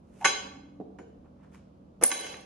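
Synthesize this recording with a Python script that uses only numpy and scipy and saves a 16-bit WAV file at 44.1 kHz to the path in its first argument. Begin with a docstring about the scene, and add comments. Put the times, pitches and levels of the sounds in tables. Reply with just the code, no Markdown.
"""A faint hum in a bare tiled room, then a clank close to a phone on the floor: a tile is set down
on the steel bed of a manual cutter, and the frame rings. The carriage slides and knocks along its rails,
then the breaker snaps the tile: cracks, and a shrill ping that rings on in the phone's microphone ports.
The halves clatter down while the phone's limiter recovers."""
import sys
import numpy as np
from scipy import signal
from scipy.fft import rfft, irfft
from scipy.io import wavfile
from scipy.ndimage import uniform_filter1d, minimum_filter1d

SR = 44100
rng = np.random.default_rng(int(sys.argv[2]) if len(sys.argv) > 2 else 0)


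def generate_wav(signal):
    """Clip the signal to [-1, 1] and save it as 16-bit WAV at the path in sys.argv[1]."""
    frames = np.transpose(np.atleast_2d(signal))
    scaled = np.clip(frames, -1, 1) * 32767
    pcm = np.round(scaled).astype(np.int16)
    wavfile.write(sys.argv[1], SR, pcm)


N = 108045
T = np.arange(N) / SR
BIN_HZ = np.arange(N // 2 + 1) * SR / N


def undb(db):
    """Decibels to gain."""
    return 10 ** (np.asarray(db) / 20)


def unit(x):
    """Scale to rms 1."""
    return x / np.sqrt(np.mean(x ** 2))


def blow(x):
    """Scale to the energy of 10 ms at rms 1."""
    return x * np.sqrt(SR / 100 / np.mean(np.sum(x ** 2, axis=-1)))


def at(points, hz):
    """Read (Hz, value) points on a log-frequency axis."""
    p = np.array(points)
    return np.interp(np.log(hz + 1), np.log(p[:, 0]), p[:, 1])


def colour(x, points, tilt=0):
    """Causal filter through (Hz, dB) points, tilted in dB per octave about 2 kHz."""
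    hz = np.arange(1025) * SR / 2048
    gain = undb(at(points, hz) + tilt * np.log2(np.maximum(hz, 300) / 2000))
    cepstrum = irfft(np.log(gain))
    cepstrum[1:1024] *= 2  # fold to minimum phase
    cepstrum[1025:] = 0
    impulse = irfft(np.exp(rfft(cepstrum)))
    return signal.fftconvolve(x, impulse[None], axes=1)[:, :x.shape[1]]


def noise(width):
    """Noise at the phone's two microphones; width is (Hz, side minus mid dB) points."""
    mid, side = rfft(rng.standard_normal((2, N)))
    share = undb(at(width, BIN_HZ))
    return irfft(np.array([mid + share * side, mid - share * side]) / np.sqrt(1 + share ** 2), N)


def fade(t60, t=T):
    """Exponential decay by 60 dB in t60 seconds."""
    return np.exp(-np.log(1000) * t / max(t60, 1e-4))


def add(out, start, x):
    """Mix x in from start, in seconds."""
    i = int(start * SR)
    n = min(x.shape[1], N - i)
    out[:, i:i + n] += x[:, :n]


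def narrow(hz, width_hz):
    """A wavering tone: noise in one narrow resonance."""
    resonance = 1 / (1 + (2 * (BIN_HZ - hz) / width_hz) ** 2)
    return unit(irfft(rfft(rng.standard_normal(N)) * resonance, N))


# Stereo width close to the phone. Each row: frequency in Hz, side minus mid in dB.
NEAR_WIDTH = [(60, -17), (110, -21.5), (200, -17), (370, -10.5), (690, -4), (1270, -9), (2340, -11.5),
              (4310, -2.5), (7930, 0.5), (14600, -1)]
def burst(points, t60, tilt=0):
    """A short, close crack of dense, quickly damped modes."""
    decaying = noise(NEAR_WIDTH) * fade(t60)
    return blow(colour(decaying[:, :SR // 4], points, tilt))


# The room's hum, heard from the floor. Each row: frequency in Hz, relative level in dB.
HUM_TONES = [(75.4, -65), (156.1, -66), (193.8, -58.5), (242.2, -65)]
# The air around the phone. Each row: frequency in Hz, relative density in dB.
AIR_SPECTRUM = [(20, -40), (35, -6), (70, -10), (110, -5), (190, -6), (280, -4.5), (400, -12.5), (570, -9),
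                (750, -19), (1200, -23.5), (1800, -38), (3000, -39.5), (6500, -46.5), (8500, -53),
                (11000, -50.5), (13000, -68)]
# Its stereo width. Each row: frequency in Hz, side minus mid in dB.
AIR_WIDTH = [(60, -11), (110, -9.5), (200, -16), (370, -3), (690, 2.5), (1270, 4), (2340, -1), (4310, -1),
             (7930, 1), (14600, 3)]
def room_tone(waver=.36, hum_trim_db=-.5, air_db=-56.5):
    """A low, wavering hum over the air of the room."""
    hum = sum(undb(db) * (np.sqrt(2) * np.sin(2 * np.pi * hz * T) + waver * narrow(hz, width_hz=14))
              for hz, db in HUM_TONES)
    air = unit(colour(noise(AIR_WIDTH), AIR_SPECTRUM))
    return undb(hum_trim_db) * hum + undb(air_db) * air


# Slides on the cutter, close by. Each row: peak time in seconds, level in dB,
# rise and fall in seconds, treble tilt in dB per octave.
SLIDE_STROKES = [(.215, -59, 0.052, 0.06, 2), (1.256, -58.5, 0.012, .02, -9),
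                 (1.446, -61, 0.034, 0.025, -5), (1.547, -58.5, 0.018, 0.025, -0.5)]
# Their scrape at the phone. Each row: frequency in Hz, gain in dB.
SLIDE_SPECTRUM = [(300, -7), (1000, 6.5), (2800, -1.5), (4000, -13.5), (6500, -6), (8500, -9.5),
                  (11000, -11.5), (13500, -31.5)]
def slides(grain=.4):
    """Tile and carriage slide with a gritty friction that swells and dies away."""
    out = np.zeros((2, N))
    for peak, db, rise, fall, tilt in SLIDE_STROKES:
        hiss = noise(NEAR_WIDTH)
        roughness = np.repeat(rng.standard_normal(N // 64 + 1), 64)[:N]
        grit = unit(colour(hiss * np.exp(grain * roughness), SLIDE_SPECTRUM, tilt))
        swell = np.exp(-np.maximum((peak - T) / rise, (T - peak) / fall))
        out += undb(db) * grit * swell
    return out


# Knocks on the base, near the phone. Each row: start in seconds, level in dB, t60 in seconds.
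BASE_KNOCKS = [(.165, -55, 0.12), (.258, -36, 0.19), (0.8001, -36.5, 0.042), (.811, -40, 0.046),
               (.84, -69, 0.075), (0.889, -62, .08), (0.995, -43.5, 0.15), (2.045, -31, 0.11),
               (2.119, -32, 0.062), (2.25, -45.5, 0.21)]
# Their dull tone. Each row: frequency in Hz, gain in dB.
KNOCK_SPECTRUM = [(60, -31.5), (180, -6), (290, -1), (430, 3), (560, -14.5), (720, -8.5), (950, -24.5),
                  (1200, -32), (2000, -46), (8000, -66.5)]
def knocks():
    """Hand, carriage and tile thud on the padded base."""
    out = np.zeros((2, N))
    for start, db, t60 in BASE_KNOCKS:
        add(out, start, undb(db) * burst(KNOCK_SPECTRUM, t60))
    return out


def judder(hz=850, db=-39, centre_s=.228, half_length_s=.016):
    """The tile's edge judders just before it drops."""
    return undb(db) * narrow(hz, width_hz=160) * np.exp(-((T - centre_s) / half_length_s) ** 4)


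# The tile lands beside the phone, and later its halves. Each row: start in seconds, level in dB,
# treble tilt in dB per octave, chatter in seconds, lasting ring and dry clack in relative dB.
FRAME_BLOWS = [(.2132, -52.5, -3, .002, -26.5, 1), (0.224, -51, -2, .002, -31.5, -11.5),
               (0.245, -22, -1, 0.0031, -29, -5), (0.2487, -20, 1.5, 0.00072, -24.5, -9),
               (0.2532, -15.5, 0, 0.0029, -23.5, -10), (0.271, -26, 5, 0.011, -15, -5.5),
               (2.036, -27, -0.5, .003, -37, -6), (2.103, -28, 0, 0.0028, -43, -7),
               (2.1151, -16, 2.2, 0.00076, -32, -11), (2.123, -23.5, 1, 0.0022, -13.5, -9.5),
               (2.141, -33, 5.5, 0.0048, -25, -1), (2.243, -38.5, 1, 0.0091, -25, -5),
               (2.266, -39.5, 2, 0.015, -13, 1.5), (2.341, -44, -4, 0.003, -26, 10)]
# The steel frame with the tile on it. Each row: frequency in Hz, relative level in dB, t60 in seconds.
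FRAME_MODES = [(441, -8, 0.5), (554, -5, 0.35), (783, -1, 0.48), (875, -9, .3), (953, -5, 0.42),
               (1028, -12, 0.45), (1143, 0, 0.32), (1500, 1, 0.25), (1539, -3, 0.41), (1578, -7, 0.4),
               (1746, -3, 0.31), (2126, 1, 0.3), (2187, -6, 0.36), (2334, -11, 0.37), (2491, -8, 0.4),
               (2657, -4, 0.41), (2939, -12, 0.49), (3035, -7, 0.5), (3275, -5, 0.43), (3365, -13, 0.6),
               (3948, -6, 0.38), (4016, -4, 0.48), (4224, -9, 0.56), (4611, -17, 0.5), (4805, -14, 0.5),
               (5095, -9, 0.4), (5737, -16, 0.57), (6205, -11, 0.31), (6325, -7, 0.29), (6514, -9, 0.36),
               (6553, -11, 0.53), (6891, -18, 0.5), (7419, -14, 0.26), (8230, -26, 0.3), (8754, -17, 0.38),
               (9300, -25, 0.3), (9850, -17, 0.25), (10100, -20, 0.2), (10450, -21, 0.2)]
# The dry clack of contact. Each row: frequency in Hz, gain in dB.
CLACK_SPECTRUM = [(60, -17.5), (200, -10.5), (500, -9.5), (1500, -3), (2600, -0.5), (3600, -12.5),
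                  (6400, -12), (8000, -23), (10300, -15), (12000, -51.5)]
# The whole clank as heard from the floor. Each row: frequency in Hz, gain in dB.
CLANK_SPECTRUM = [(200, 0), (450, -0.5), (800, -0.5), (1300, 0), (2100, 3), (3100, 0.5), (4100, -5),
                  (5300, 2), (6500, 4), (9000, 0.5), (11000, 2.5), (12500, -21)]
def clanks(detune=.002, quick_t60=.061, clack_t60=.02):
    """Each blow chatters on the frame, whose modes lose most energy at once and then ring on."""
    out, t = np.zeros((2, N)), T[:SR * 3 // 4]
    for start, db, tilt, chatter, ring_db, clack_db in FRAME_BLOWS:
        ring = 0
        for hz, mode_db, t60 in FRAME_MODES:
            turns, side, drift = rng.standard_normal(3)
            spread = np.sign(side) * np.arctan(undb(at(NEAR_WIDTH, hz)))
            phase = 2 * np.pi * turns + np.array([[spread], [-spread]])  # one per microphone
            decay = fade(quick_t60, t) + undb(ring_db) * fade(t60, t)
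            ring += undb(mode_db) * decay * np.sin(2 * np.pi * hz * (1 + detune * drift) * t + phase)
        clank = blow(ring * (1 - np.exp(-2 * t / chatter)))
        clack = burst(CLACK_SPECTRUM, clack_t60 + 2 * chatter)
        clank[:, :clack.shape[1]] += undb(clack_db) * clack
        add(out, start, undb(db) * blow(colour(clank, CLANK_SPECTRUM, tilt)))
    return out


# The rolling drone, alike at both microphones. Each row: time in seconds, relative level in dB.
ROLL_LEVELS = [(0.4, -70), (0.45, -51), (0.566, -48), (0.782, -51.5), (0.806, -45), (0.946, -61),
               (1.38, -62), (1.5, -76.5)]
# A close click on the rails. Each row: start in seconds, level in dB, t60 in seconds.
RAIL_CLICKS = [(0.987, -47.5, 0.08)]
# Its tone at the phone. Each row: frequency in Hz, gain in dB.
CLICK_SPECTRUM = [(100, -15), (450, 4), (850, 8), (1200, -2), (1650, 0), (2200, -5.5), (2900, -11.5),
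                  (3600, -27), (6500, -19), (10500, -40), (12500, -48)]
# The carriage's ring. Each row: frequency in Hz, level against the click in dB, t60 in seconds.
CARRIAGE_MODES = [(467, -3, 0.68), (844, -20.5, .2), (1551, -9, 0.2), (1755, -5.5, 0.053),
                  (2990, -16.5, 0.154), (5650, -27, .2), (6800, -22, 0.22), (9340, -27, 0.26),
                  (10600, -30, 0.22)]
def carriage(drone_hz=282, drone_trim_db=-5, rattle_width_hz=45):
    """The carriage rolls with a low drone and clicks on the rails; its loose parts blur the ring."""
    times, levels = np.array(ROLL_LEVELS).T
    roll_db = np.interp(T, times, levels, left=-120, right=-120) + drone_trim_db
    drone = narrow(drone_hz, width_hz=42) * undb(roll_db)
    out = np.array([drone, drone])
    for start, db, t60 in RAIL_CLICKS:
        add(out, start, undb(db) * burst(CLICK_SPECTRUM, t60))
        for hz, mode_db, ring_t60 in CARRIAGE_MODES:
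            ring = np.array([narrow(hz, rattle_width_hz) for _ in range(2)]) / np.sqrt(2)
            add(out, start, undb(db + mode_db) * fade(ring_t60) * ring)
    return out


# The tile gives way, close up. Each row: start in seconds, level in dB,
# treble tilt in dB per octave, t60 in seconds.
TILE_CRACKS = [(2.0127, -33, -5, 0.18), (2.025, -31, -3, 0.035), (2.031, -27.5, -6.5, 0.054),
               (2.0364, -12, 3, 0.025), (2.0393, -16, -1.5, 0.075)]
# One crack at the phone. Each row: frequency in Hz, gain in dB.
CRACK_SPECTRUM = [(30, -21), (60, -23), (300, -2.5), (650, 2), (1400, -3.5), (2100, -2), (3800, -18.5),
                  (6000, -2), (8000, -11.5), (11000, 1), (13500, -34)]
def cracks():
    """Cracks run through the tile under the breaker and lead to the break."""
    out = np.zeros((2, N))
    for start, db, tilt, t60 in TILE_CRACKS:
        add(out, start, undb(db) * burst(CRACK_SPECTRUM, t60, tilt))
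    return out


# The break, right by the phone. Each row: start in seconds, level before the limiter in dB.
BREAK_PINGS = [(2.0365, -6), (2.03851, -7)]
# The tile's shrill modes. Each row: frequency in Hz, relative level in dB, t60 in seconds.
TILE_MODES = [(7580, -19, 0.045), (9500, 4, 0.0058), (9900, 9, 0.009), (10500, 0, 0.006),
              (11100, -6, 0.003)]
def ping(rise_s=.00057, mic_lag_s=.000045):
    """The break sets the tile ringing; the sound reaches one microphone just after the other."""
    out = np.zeros((2, N))
    t = np.maximum(T[:SR // 2] - np.array([[0], [mic_lag_s]]), 0)
    ring = sum(undb(db) * fade(t60, t) * np.sin(2 * np.pi * hz * t) for hz, db, t60 in TILE_MODES)
    ring = blow(ring * (1 - np.exp(-(t / rise_s) ** 2)))
    for start, db in BREAK_PINGS:
        add(out, start, undb(db) * ring)
    return out


# The bare tiled room around the cutter. Each row: frequency in Hz, t60 in seconds.
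ROOM_DECAY = [(100, .6), (400, 0.77), (1000, .7), (3000, 0.58), (6500, 0.49), (10000, 0.21)]
# Its tail, heard from the floor. Each row: frequency in Hz, gain in dB.
TAIL_SPECTRUM = [(60, -10), (300, 0), (700, 0), (2000, -7), (4000, 6.5), (6500, -1.5), (8500, -2.5),
                 (10000, -11.5), (11200, -10.5), (12500, -31.5)]
# The tail's stereo width. Each row: frequency in Hz, side minus mid in dB.
TAIL_WIDTH = [(60, -9.5), (110, -11.5), (200, -18), (370, -7), (690, 2.5), (1270, 1.5), (2340, -6.5),
              (4310, -3.5), (7930, 1), (14600, -4.5)]
def reverberation(x, gain_db=-4.5, onset_s=.0089):
    """Hard walls and floor return a dense tail, each band with its own decay."""
    spectrum = rfft(noise(TAIL_WIDTH))
    centres_hz = [100, 200, 400, 800, 1600, 3200, 6400, 10000]
    octave = np.log2(np.clip(BIN_HZ, centres_hz[0], centres_hz[-1]))
    tail = np.zeros((2, N))
    for hz in centres_hz:
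        band = np.maximum(1 - abs(octave - np.log2(hz)), 0)
        tail += irfft(spectrum * band, N) * fade(at(ROOM_DECAY, hz))
    tail *= 1 - np.exp(-(T / onset_s) ** 2)
    tail = colour(unit(tail) / np.sqrt(N), TAIL_SPECTRUM)
    return undb(gain_db) * signal.fftconvolve(x, tail, axes=1)[:, :N]


# Resonances of the phone's microphone ports. Each entry: frequency in Hz.
PORT_CENTRES = [8750, 9550, 9835]
# Their shapes, in the same order. Each row: width in Hz, gain in dB.
PORT_PEAKS = [(130, 7), (300, 6), (110, 16.5)]
def port_ring(x):
    """Excited by the reverberation, the two microphone ports ring shrilly in opposite phase."""
    lift = sum(undb(db) / (1 + 2j * (BIN_HZ - hz) / width)
               for hz, (width, db) in zip(PORT_CENTRES, PORT_PEAKS))
    side = irfft(rfft(x[0] - x[1]) / 2 * lift, N)
    return x + np.array([side, -side])


def scene():
    """The cutter stands close to the phone, a little to the right, and the room answers."""
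    pan = undb([[-.7], [.7]])
    cutter = clanks() + cracks() + ping() + knocks() + slides() + judder() + carriage()
    return pan * (cutter + room_tone()) + port_ring(pan * reverberation(cutter))


def record(dry, limit=.8, hold_s=.087, recover_db_per_s=57, top_hz=14500):
    """The phone's limiter ducks at the loudest peak, holds and slowly recovers; the top is cut."""
    over_db = 20 * np.log10(np.maximum(abs(dry).max(axis=0) / limit, 1))
    hold = 2 * int(hold_s * SR / 2) + 1
    held_db = -minimum_filter1d(-over_db, hold, origin=hold // 2)
    recovery_db = recover_db_per_s * T
    duck_db = np.maximum.accumulate(held_db + recovery_db) - recovery_db
    ahead_db = -minimum_filter1d(-duck_db, size=25)  # ducks just before the peak
    limited = dry * undb(-uniform_filter1d(ahead_db, size=25))
    return signal.sosfilt(signal.ellip(8, .2, 70, top_hz, fs=SR, output="sos"), limited)


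dry = scene()
out = record(dry)
generate_wav(out)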